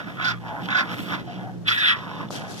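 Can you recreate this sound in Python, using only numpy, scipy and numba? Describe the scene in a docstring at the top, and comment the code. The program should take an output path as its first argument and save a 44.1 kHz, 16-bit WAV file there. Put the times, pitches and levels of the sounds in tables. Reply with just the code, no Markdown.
"""Two hoarse screeches and a longer, brighter shriek: raccoons fighting outdoors at night. Quieter
snarls and breathy rasps fall around them, over a low pulsing growl. Each cry is uneven vocal-fold pulses
and air ringing the throat and mouth; the growl is slow pulses ringing the chest. Scuffling rustles, and
near the end a hand clicks and rubs the camera. Nearby surfaces add a short echo over faint night air."""
import sys
import numpy as np
from scipy import signal
from scipy.fft import rfft, irfft
from scipy.io import wavfile
from scipy.ndimage import uniform_filter1d
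from numba import njit

SR = 44100
rng = np.random.default_rng(int(sys.argv[2]) if len(sys.argv) > 2 else 0)


def generate_wav(signal):
    """Clip the signal to [-1, 1] and save it as 16-bit WAV at the path in sys.argv[1]."""
    frames = np.transpose(np.atleast_2d(signal))
    scaled = np.clip(frames, -1, 1) * 32767
    pcm = np.round(scaled).astype(np.int16)
    wavfile.write(sys.argv[1], SR, pcm)


N = 114660

# upper mouth resonances of snarls and rasps: freq_hz, gain_db
BREATHY_TOP = [(1200, -6.5), (2100, 0.5), (2600, 3), (3500, 3), (4200, -7), (5500, -8), (7500, -33),
               (15500, -43)]


def screeches():
    """Loud, high, hoarse cries, focused on the throat resonance."""
    # one contour per screech: time_s, throat_db, upper_db, throat_hz
    contours = [
        [(.15, -51, -50, 1160), (.178, -41.5, -52, 1303), (.194, -37, -46, 1329), (.201, -30, -42.5, 1349),
         (.23, -31.5, -32.5, 1417), (.244, -29.5, -35, 1449), (.264, -30, -29.5, 1469), (.29, -30.5, -33, 1454),
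         (.308, -28, -30.5, 1402), (.338, -34, -48.5, 1250), (.352, -47.5, -58, 1200), (.39, -51, -57, 1190)],
        [(.678, -57, -46, 1431), (.683, -58, -52, 1430), (.688, -29, -38.5, 1417), (.698, -34, -55, 1405),
         (.706, -29.5, -31, 1409), (.731, -24, -34, 1453), (.745, -35, -37, 1458), (.752, -26, -29.5, 1477),
         (.776, -26, -34.5, 1502), (.791, -22.5, -26.5, 1495), (.806, -23.5, -34.5, 1436),
         (.83, -31, -51, 1372), (.86, -57, -44, 1283)],
    ]
    # mouth EQ, body and top: freq_hz, gain_db
    body = [(200, -42), (480, -31), (750, -5.5), (920, -11), (1080, -4), (1230, -10.5), (1450, -1),
            (1680, -1), (1850, -4.5), (2200, -8.5), (2600, -20.5), (4000, -50)]
    top = [(1200, -40), (2100, -3), (2600, 3), (2900, -2), (3200, 1.5), (3520, 4), (3900, -2), (4400, -10),
           (5100, -8.5), (5600, -15.5), (6200, -15.5), (8000, -36), (11000, -37), (15500, -42)]
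    return cry(contours, body, top, pitch_hz=478.2, jitter=.14, air=.85, rattle_hz=60.7, rattle_db=1.5,
               width_hz=330, ring_db=-4.5, body_db=2, upper_db=1.3, palate_db=-5)


def shriek():
    """Higher and brighter, mouth wide open; the throat resonance arches up and sinks as it closes."""
    # time_s, throat_db, upper_db, throat_hz
    contour = [(1.645, -65, -71, 1449), (1.66, -45, -42.5, 1451), (1.673, -33.5, -31.5, 1447),
               (1.681, -37, -20.5, 1447), (1.692, -25, -21, 1447), (1.701, -32.5, -35, 1448),
               (1.712, -26, -31, 1431), (1.738, -33, -25, 1501), (1.76, -32.5, -33.5, 1665),
               (1.805, -31, -28, 1677), (1.86, -28.5, -23, 1558), (1.898, -26.5, -20, 1505),
               (1.91, -26, -26, 1402), (1.932, -28, -31, 1299), (1.956, -35, -49, 1197),
               (1.98, -45, -61, 1148)]
    # mouth EQ, body and top: freq_hz, gain_db
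    body = [(200, -32), (600, -21.5), (900, -13.5), (1150, -7), (1450, -7.5), (1900, 8.5), (2300, -11),
            (2700, -13), (4000, -45.5)]
    top = [(1200, -28), (2150, -4.5), (2600, 4), (2830, -2.5), (3150, 2), (3500, 1), (3950, -2),
           (4400, -14), (5000, -14.5), (5700, -20.5), (6500, -39), (8500, -28), (12000, -35.5),
           (15500, -55)]
    return cry([contour], body, top, pitch_hz=598.6, jitter=.16, air=.87, rattle_hz=70, rattle_db=0,
               width_hz=580, ring_db=-2, body_db=3, upper_db=3, palate_db=-4)


def rasps():
    """Mostly air through a broad throat resonance, rough and spitting."""
    # one contour per rasp: time_s, throat_db, upper_db, throat_hz
    contours = [
        [(0.0, -35.5, -39, 1373), (0.03, -45.5, -50, 1429), (0.048, -46, -48.5, 1426),
         (0.054, -50, -51.5, 1413), (0.078, -40, -47, 1359), (0.104, -40.5, -46, 1301), (0.128, -48, -52, 1182),
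         (0.136, -50, -48, 1130), (0.15, -50, -53, 1103)],
        [(0.83, -37.5, -56, 1271), (0.878, -41, -43.5, 1167), (0.902, -38, -37, 1183), (0.94, -37, -35.5, 1302),
         (0.954, -47, -47, 1259), (0.99, -46.5, -37, 1293), (1.022, -48, -44.5, 1319), (1.08, -44, -41.5, 1290),
         (1.115, -33.5, -35.5, 1259), (1.148, -31.5, -32.5, 1230), (1.172, -44.5, -45.5, 1160),
         (1.2, -42.5, -42.5, 1312), (1.25, -63, -62, 1287)],
    ]
    # mouth EQ: freq_hz, gain_db
    body = [(200, -24), (480, -5), (720, 1), (900, -1.5), (1100, -5.5), (1450, 2.5), (2200, -4),
            (2700, -19), (4000, -34.5)]
    return cry(contours, body, BREATHY_TOP, pitch_hz=188.7, jitter=.3, air=2.8, rattle_hz=65,
               rattle_db=1.4, width_hz=900, ring_db=-5.5, body_db=1, upper_db=0, palate_db=-14)


def snarls():
    """Quieter, lower cries with the mouth half shut."""
    # one contour per snarl: time_s, throat_db, upper_db, throat_hz
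    contours = [
        [(0.4, -53, -61, 825.7), (0.452, -39, -56, 853.2), (0.486, -38.5, -46.5, 870),
         (0.524, -36.5, -55, 833.6), (0.592, -35, -56.5, 787.1), (0.66, -48.5, -39, 775.8),
         (0.678, -41.5, -57, 892.5), (0.69, -45, -44, 912.7)],
        [(1.24, -60, -59, 705.4), (1.286, -46.5, -49.5, 721.3), (1.344, -51.5, -47.5, 712.4),
         (1.422, -40, -57.5, 770), (1.458, -48, -53, 738.4), (1.464, -48, -67, 742.6),
         (1.476, -43.5, -64.5, 725.6), (1.58, -64, -65, 758.3)],
        [(1.96, -42, -44, 1047), (2.066, -39, -50, 1060), (2.112, -39, -47, 984.7), (2.142, -42.5, -48.5, 1011),
         (2.216, -34.5, -46.5, 1039), (2.254, -43, -54, 956.8), (2.28, -56, -60, 853.8),
         (2.29, -61, -45, 861.5)],
        [(2.32, -46, -47, 751), (2.366, -44.5, -40, 756.5), (2.4, -41.5, -49, 746.4), (2.424, -42, -43, 751),
         (2.432, -39, -60, 764.4), (2.45, -39, -48.5, 786), (2.504, -41.5, -57, 777.8), (2.59, -62, -47, 745.2)],
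    ]
    # mouth EQ: freq_hz, gain_db
    body = [(150, -18), (400, -5.5), (700, -1.5), (1000, -4), (1250, -3.5), (1550, 2), (1900, -6.5),
            (2600, -20.5), (4000, -40)]
    return cry(contours, body, BREATHY_TOP, pitch_hz=150.6, jitter=.3, air=2.8, rattle_hz=52.2,
               rattle_db=1.1, width_hz=400, ring_db=-3.5, body_db=-.3, upper_db=2.2, palate_db=-14)


def cry(contours, body, top, pitch_hz, jitter, air, rattle_hz, rattle_db,
        width_hz, ring_db, body_db, upper_db, palate_db):
    """Pulses and air, shaken by a rattle, ring the moving throat and palate and the fixed mouth EQ."""
    throat_gain, upper_gain, throat_hz = effort(contours)
    pulses, puffs = vocal_folds(pitch_hz * throat_hz / np.mean(throat_hz), jitter)
    rattle = np.sin(phase_of(rattle_hz * np.exp(.27 * wander(43))))
    source = (pulses + air * puffs) * undb(rattle_db * rattle)
    ring = cavity(source, throat_hz, width_hz)
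    # the palate resonance loosely follows the throat
    throat_ratio = throat_hz / np.average(throat_hz, weights=upper_gain)
    palate_hz = 3400 * throat_ratio ** .3 * (1 + .025 * wander(30))
    edge = cavity(source, palate_hz, width_hz=520)
    bright = unit(unit(eq(source, top)) + undb(palate_db) * edge)
    core = undb(ring_db) * ring + undb(body_db) * unit(eq(source, body))
    return throat_gain * core + upper_gain * undb(upper_db) * bright


def effort(contours, fade_s=.0041):
    """Throat gain, upper gain and throat resonance through a series of cries."""
    t = np.arange(N) / SR
    throat_gain = upper_gain = 0
    for rows in contours:
        gate = np.clip(.5 + np.minimum(t - rows[0][0], rows[-1][0] - t) / fade_s, 0, 1)
        throat_gain += gate * undb(curve(rows, column=1))
        upper_gain += gate * undb(curve(rows, column=2))
    all_rows = sorted(row for rows in contours for row in rows)
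    return throat_gain, upper_gain, curve(all_rows, column=3)


def vocal_folds(hz, jitter, scatter_db=3):
    """Uneven pulses of the folds, and the puff of air that dies away after each."""
    cycles = np.cumsum(hz * np.exp(jitter * wander(np.mean(hz)))) / SR
    pulses = np.diff(np.floor(cycles), prepend=0) * undb(scatter_db * rng.standard_normal(N))
    puffs = np.exp(-(cycles % 1)) * rng.standard_normal(N)
    return unit(pulses), unit(puffs)


def cavity(x, hz, width_hz):
    """A moving vocal resonance: two band-passes in series."""
    return unit(bandpass(bandpass(x, hz, width_hz), hz, width_hz))


def squeals():
    """Nearly pure tones that break out of the loud cries."""
    # one glide per squeal: time_s, pitch_hz, level_db
    glides = [
        [(.24, 1432, -47), (.25, 1440, -21), (.256, 1462, -30), (.266, 1486, -19.5), (.285, 1460, -27),
         (.305, 1380, -38), (.325, 1250, -52)],
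        [(.745, 1440, -50), (.751, 1438, -21), (.764, 1470, -23), (.775, 1595, -25), (.795, 1680, -20.5),
         (.807, 1666, -27), (.818, 1600, -48)],
        [(1.695, 1482, -45), (1.712, 1402, -23.5), (1.73, 1330, -35), (1.755, 1530, -46), (1.785, 1676, -29),
         (1.805, 1752, -34), (1.815, 1750, -50)],
        [(1.815, 1286, -45), (1.835, 1380, -28), (1.86, 1634, -38), (1.895, 1894, -26), (1.92, 1850, -45)],
    ]
    return tones(glides, gain_db=-.5, jitter=.03105, waver_hz=160, flutter_db=4)


def whines():
    """Thin tones held through two of the snarls."""
    # one glide per whine: time_s, pitch_hz, level_db
    glides = [
        [(.44, 849, -59.5), (.47, 880, -44), (.515, 869.4, -36.5), (.56, 824, -43), (.595, 826, -42),
         (.64, 790, -51)],
        [(1.258, 700, -62), (1.277, 716, -37), (1.305, 723, -39), (1.335, 712, -45), (1.39, 711.6, -47),
         (1.43, 734, -41.5), (1.48, 737, -38.5), (1.515, 730, -44.5), (1.545, 718.7, -63)],
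    ]
    return tones(glides, gain_db=-1.5, jitter=.0349, waver_hz=131, flutter_db=3)


def tones(glides, gain_db, jitter, waver_hz, flutter_db):
    """Gliding sines that waver in pitch and level."""
    t, mix = np.arange(N) / SR, 0
    for rows in glides:
        hz = curve(rows) * (1 + jitter * wander(waver_hz))
        gate = (t > rows[0][0]) * (t < rows[-1][0])
        gain = gate * undb(gain_db + curve(rows, column=2) + flutter_db * wander(86))
        mix += gain * np.sqrt(2) * np.sin(phase_of(hz))
    return mix


def spits(attack_s=.013, flutter_db=2):
    """Air spat through the teeth at the height of a cry: sharp hiss that flutters and ebbs."""
    # start_s, length_s, level_db
    bursts = [(0.242, .085, -31), (0.758, 0.073, -35.5), (1.672, 0.061, -28), (1.772, .05, -35.5),
              (1.867, 0.073, -36)]
    # hiss of the teeth: freq_hz, gain_db
    teeth = [(2500, -35), (3600, -9), (4150, -2), (5100, 0), (6100, -12), (7000, -26), (15500, -32)]
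    t, envelope = np.arange(N) / SR, 0
    for start_s, length_s, level_db in bursts:
        attack = np.clip((t - start_s) / attack_s, 0, 1)
        ebb = np.sqrt(np.clip(1 - (t - start_s) / length_s, 0, 1))
        envelope += undb(level_db) * attack * ebb
    return envelope * noise(teeth, swing_db=flutter_db * wander(140))


def growl(direct_db=2, scattered_db=-1, waver_db=3, throb_db=3):
    """Slow throat pulses ring the chest: now a clean hum, now ragged and partly scattered all around."""
    # time_s, pulse_hz
    pulse_rate = [(0, 55.7), (.3, 58.7), (.55, 57), (.9, 60), (1.25, 60.8), (1.5, 60.7), (1.7, 56),
                  (2.1, 57), (2.6, 57)]
    # time_s, level_db
    levels = [(0, -42), (.1, -39.5), (.25, -40), (.4, -39), (.57, -40.5), (.65, -35), (.75, -39.5),
              (1.03, -35), (1.17, -35.5), (1.35, -39), (1.5, -38), (1.66, -40.5), (1.75, -45), (1.95, -46),
              (2.2, -39), (2.6, -41)]
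    # time_s, roughness (0-1)
    roughness = [(0, 0.22), (.2, 0.74), (.4, 0), (.55, 0.42), (.7, 0.82), (1.0, 0.56), (1.4, 0.4),
                 (1.65, 0.25), (1.9, 0.67), (2.6, 0.8)]
    # the clean hum: harmonic, level_db
    partials = [(1, -19), (2, -0.5), (3, -1.5), (4, -12.5), (5, -11), (6, -15)]
    # lean toward the harmonics above the second: time_s, tilt_db
    tilt = [(0, 0), (.4, -1), (1.15, 1), (1.45, 8), (1.6, 3), (1.75, -3)]
    # chest resonances: freq_hz, gain_db
    chest = [(30, -45), (45, -30), (57, -33), (85, -19), (118, 0), (150, -1.5), (200, 1), (240, -6.5),
             (295, -2.5), (400, -12), (520, -14.5), (800, -18), (1500, -47), (4000, -73)]
    phase = phase_of(curve(pulse_rate) * (1 + .00847 * wander(14.5)))
    hum = 0
    for harmonic, level_db in partials:
        tilt_db = curve(tilt) * (.5 if harmonic > 2 else -.5)
        gain = undb(level_db + tilt_db + waver_db * wander(12.4))
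        hum += gain * np.sin(harmonic * phase + rng.uniform(0, 2 * np.pi))
    rough, level = curve(roughness), undb(curve(levels))
    ragged = np.sqrt(rough) * np.array([noise(chest, throb_db * np.sin(phase)) for _ in range(3)])
    direct = undb(direct_db) * (np.sqrt(1 - rough) * unit(hum) + ragged[0])
    return widen(level * direct) + undb(scattered_db) * level * ragged[1:]


def rustle():
    """Grainy rustling, plus a burst of spitting hiss as the shriek starts."""
    # time_s, level_db
    levels = [(0, -69), (.15, -60), (.55, -70), (.65, -52), (.72, -64), (.89, -61), (.93, -47.5),
              (.97, -49.5), (1.0, -44), (1.08, -49), (1.25, -67), (1.46, -67), (1.66, -74), (1.677, -42),
              (1.70, -44), (1.74, -42.5), (1.78, -46), (1.9, -56), (2.0, -65), (2.6, -70)]
    # freq_hz, gain_db
    tone = [(500, -15), (3000, 10), (6000, -1.5), (10000, -2), (13000, 2), (15500, -4)]
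    return grainy_noise(levels, tone, grain_db=3)


def handling(click_s=2.3062, click_gain_db=-7.5, decay_s=.00069, pan_db=4.5):
    """A finger clicks on the camera body, then slides, louder on the left."""
    # the slide: time_s, level_db
    rub_levels = [(2.3, -60.5), (2.31, -38.5), (2.36, -36.5), (2.395, -45), (2.46, -53.5), (2.51, -40.5),
                  (2.56, -42.5), (2.6, -36)]
    # EQ of slide and click: freq_hz, gain_db
    rub_tone = [(150, 8), (500, 9.5), (1200, 0.5), (2200, -8.5), (3500, 1.5), (6000, 0.5), (8000, -6.5),
                (11000, -9.5), (15500, -25)]
    click_tone = [(100, -18), (500, 11.5), (1300, 7.5), (2200, -24), (5000, -13), (15500, -41)]
    age = np.arange(N) / SR - click_s
    push = (age >= 0) * np.exp(-np.abs(age) / decay_s)
    click = undb(click_gain_db) * eq(2 * np.diff(push, prepend=0), click_tone)
    pan = undb([[pan_db / 2], [-pan_db / 2]])
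    return click + pan * grainy_noise(rub_levels, rub_tone, grain_db=2)


def grainy_noise(levels, tone, grain_db):
    """Noise with a fast flicker in level, independent left and right."""
    return np.array([noise(tone, grain_db * wander(470)) for _ in range(2)]) * undb(curve(levels))


def near_reflection(x, delay_s=.00308, gain_db=-17.5):
    """A surface close to the camera adds one quick reflection."""
    delay = np.exp(-2j * np.pi * np.fft.rfftfreq(N, 1 / SR) * delay_s)
    return x + undb(gain_db) * irfft(rfft(x) * delay, N)


def wall_echo(x, t60_s=.13, gain_db=-12.5, predelay_s=.004):
    """A short diffuse echo from house fronts and ground."""
    t = np.arange(SR // 2) / SR
    tails = rng.standard_normal((2, len(t))) * undb(-60 * t / t60_s) * (t > predelay_s)
    echoes = [signal.fftconvolve(x, tail / np.linalg.norm(tail))[:N] for tail in tails]
    return undb(gain_db) * np.array(echoes)


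def widen(x, lag_s=.000454):
    """The camera's stereo widening delays the left channel and shifts phase and balance in each band."""
    # left relative to right, on top of the lag: freq_hz, phase_rad, balance_db
    bands = [(101, -2, 4), (190, -0.25, -4), (358, -1, -11), (420, -0.1, -1.5), (526, 2, 1), (615, 2.5, 6),
             (830, 2.5, 1.5), (1120, 3.5, 0), (1332, 5, -6.5), (1521, 6, -10.5), (1633, 9, -3.5),
             (1876, 8.5, 4.5), (2440, 9.5, -1.5), (2620, 9.4, -15), (2930, 9.5, 0), (3100, 8, -2.5),
             (3500, 8.5, 1.5), (3950, 9.5, -4), (4130, 9, -5), (4440, 8.5, -1), (5200, 10, -2),
             (5550, 11, 0), (6030, 10, 2), (6550, 7.5, 1), (15500, 10, -1)]
    lag_rad = 2 * np.pi * np.fft.rfftfreq(N, 1 / SR) * lag_s
    turn = np.exp(.5j * (on_bins(bands) - lag_rad))
    half_db = on_bins(bands, column=2) / 2
    left, right = undb(half_db), undb(-half_db)
    spectrum = rfft(x) / np.sqrt((left ** 2 + right ** 2) / 2)
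    return np.array([irfft(spectrum * left * turn, N), irfft(spectrum * right / turn, N)])


def night_air(level_db=-47, drift_db=.51):
    """A faint, low outdoor bed that drifts slowly in level."""
    # freq_hz, gain_db
    tone = [(25, -24), (40, -21), (54, 3), (68, -4.5), (120, 5), (300, 2), (700, -7.5), (1500, -15),
            (3000, -25.5), (6000, -53), (15500, -40.5)]
    return np.array([noise(tone) for _ in range(2)]) * undb(level_db + drift_db * wander(2.1))


def undb(db):
    """Decibels to gain."""
    return 10 ** (np.asarray(db) / 20)


def unit(x):
    """Scale to rms 1."""
    return x / np.sqrt(np.mean(x ** 2) + 1e-18)


def phase_of(hz):
    """Running phase in radians."""
    return 2 * np.pi * np.cumsum(hz) / SR


def curve(rows, column=1):
    """One column of a table, joined by straight lines in time."""
    rows = np.array(rows)
    return np.interp(np.arange(N) / SR, rows[:, 0], rows[:, column])


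def on_bins(rows, column=1):
    """One column of a table, joined on a log-frequency axis."""
    rows = np.array(rows)
    return np.interp(np.log(np.fft.rfftfreq(N, 1 / SR) + 1), np.log(rows[:, 0]), rows[:, column])


def eq(x, tone):
    """Filter by a table of freq_hz, gain_db."""
    return irfft(rfft(x) * undb(on_bins(tone)), N)


def noise(tone, swing_db=0):
    """Noise, modulated in level and then filtered, at rms 1."""
    return unit(eq(rng.standard_normal(N) * undb(swing_db), tone))


def wander(rate_hz):
    """Smooth random motion at rms 1."""
    span = max(int(SR / rate_hz), 1)
    return unit(uniform_filter1d(uniform_filter1d(rng.standard_normal(N), span), span))


@njit
def bandpass(x, hz, width_hz):
    """State-variable band-pass with a moving centre."""
    y, band_state, low_state = np.empty(len(x)), 0., 0.
    for i in range(len(x)):
        g, damping = np.tan(np.pi * hz[i] / SR), width_hz / hz[i]
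        band = (band_state + g * (x[i] - low_state)) / (1 + g * (g + damping))
        band_state = 2 * band - band_state
        low_state += 2 * g * band
        y[i] = damping * band
    return y


def scene():
    """The cries and their echo, over the growl, the rustle, the hand and the night."""
    tonal = squeals() + whines()
    hoarse = screeches() + shriek() + rasps() + snarls() + spits()
    cries = near_reflection(hoarse) + tonal
    return widen(cries) + wall_echo(cries) + growl() + rustle() + handling() + night_air()


def record(dry, low_cut_hz=51, high_cut_hz=15450):
    """The camera cuts the deepest bass and the top."""
    thin = signal.sosfilt(signal.butter(3, low_cut_hz, "high", fs=SR, output="sos"), dry)
    return signal.sosfilt(signal.ellip(10, .2, 80, high_cut_hz, fs=SR, output="sos"), thin)


dry = scene()
out = record(dry)
generate_wav(out)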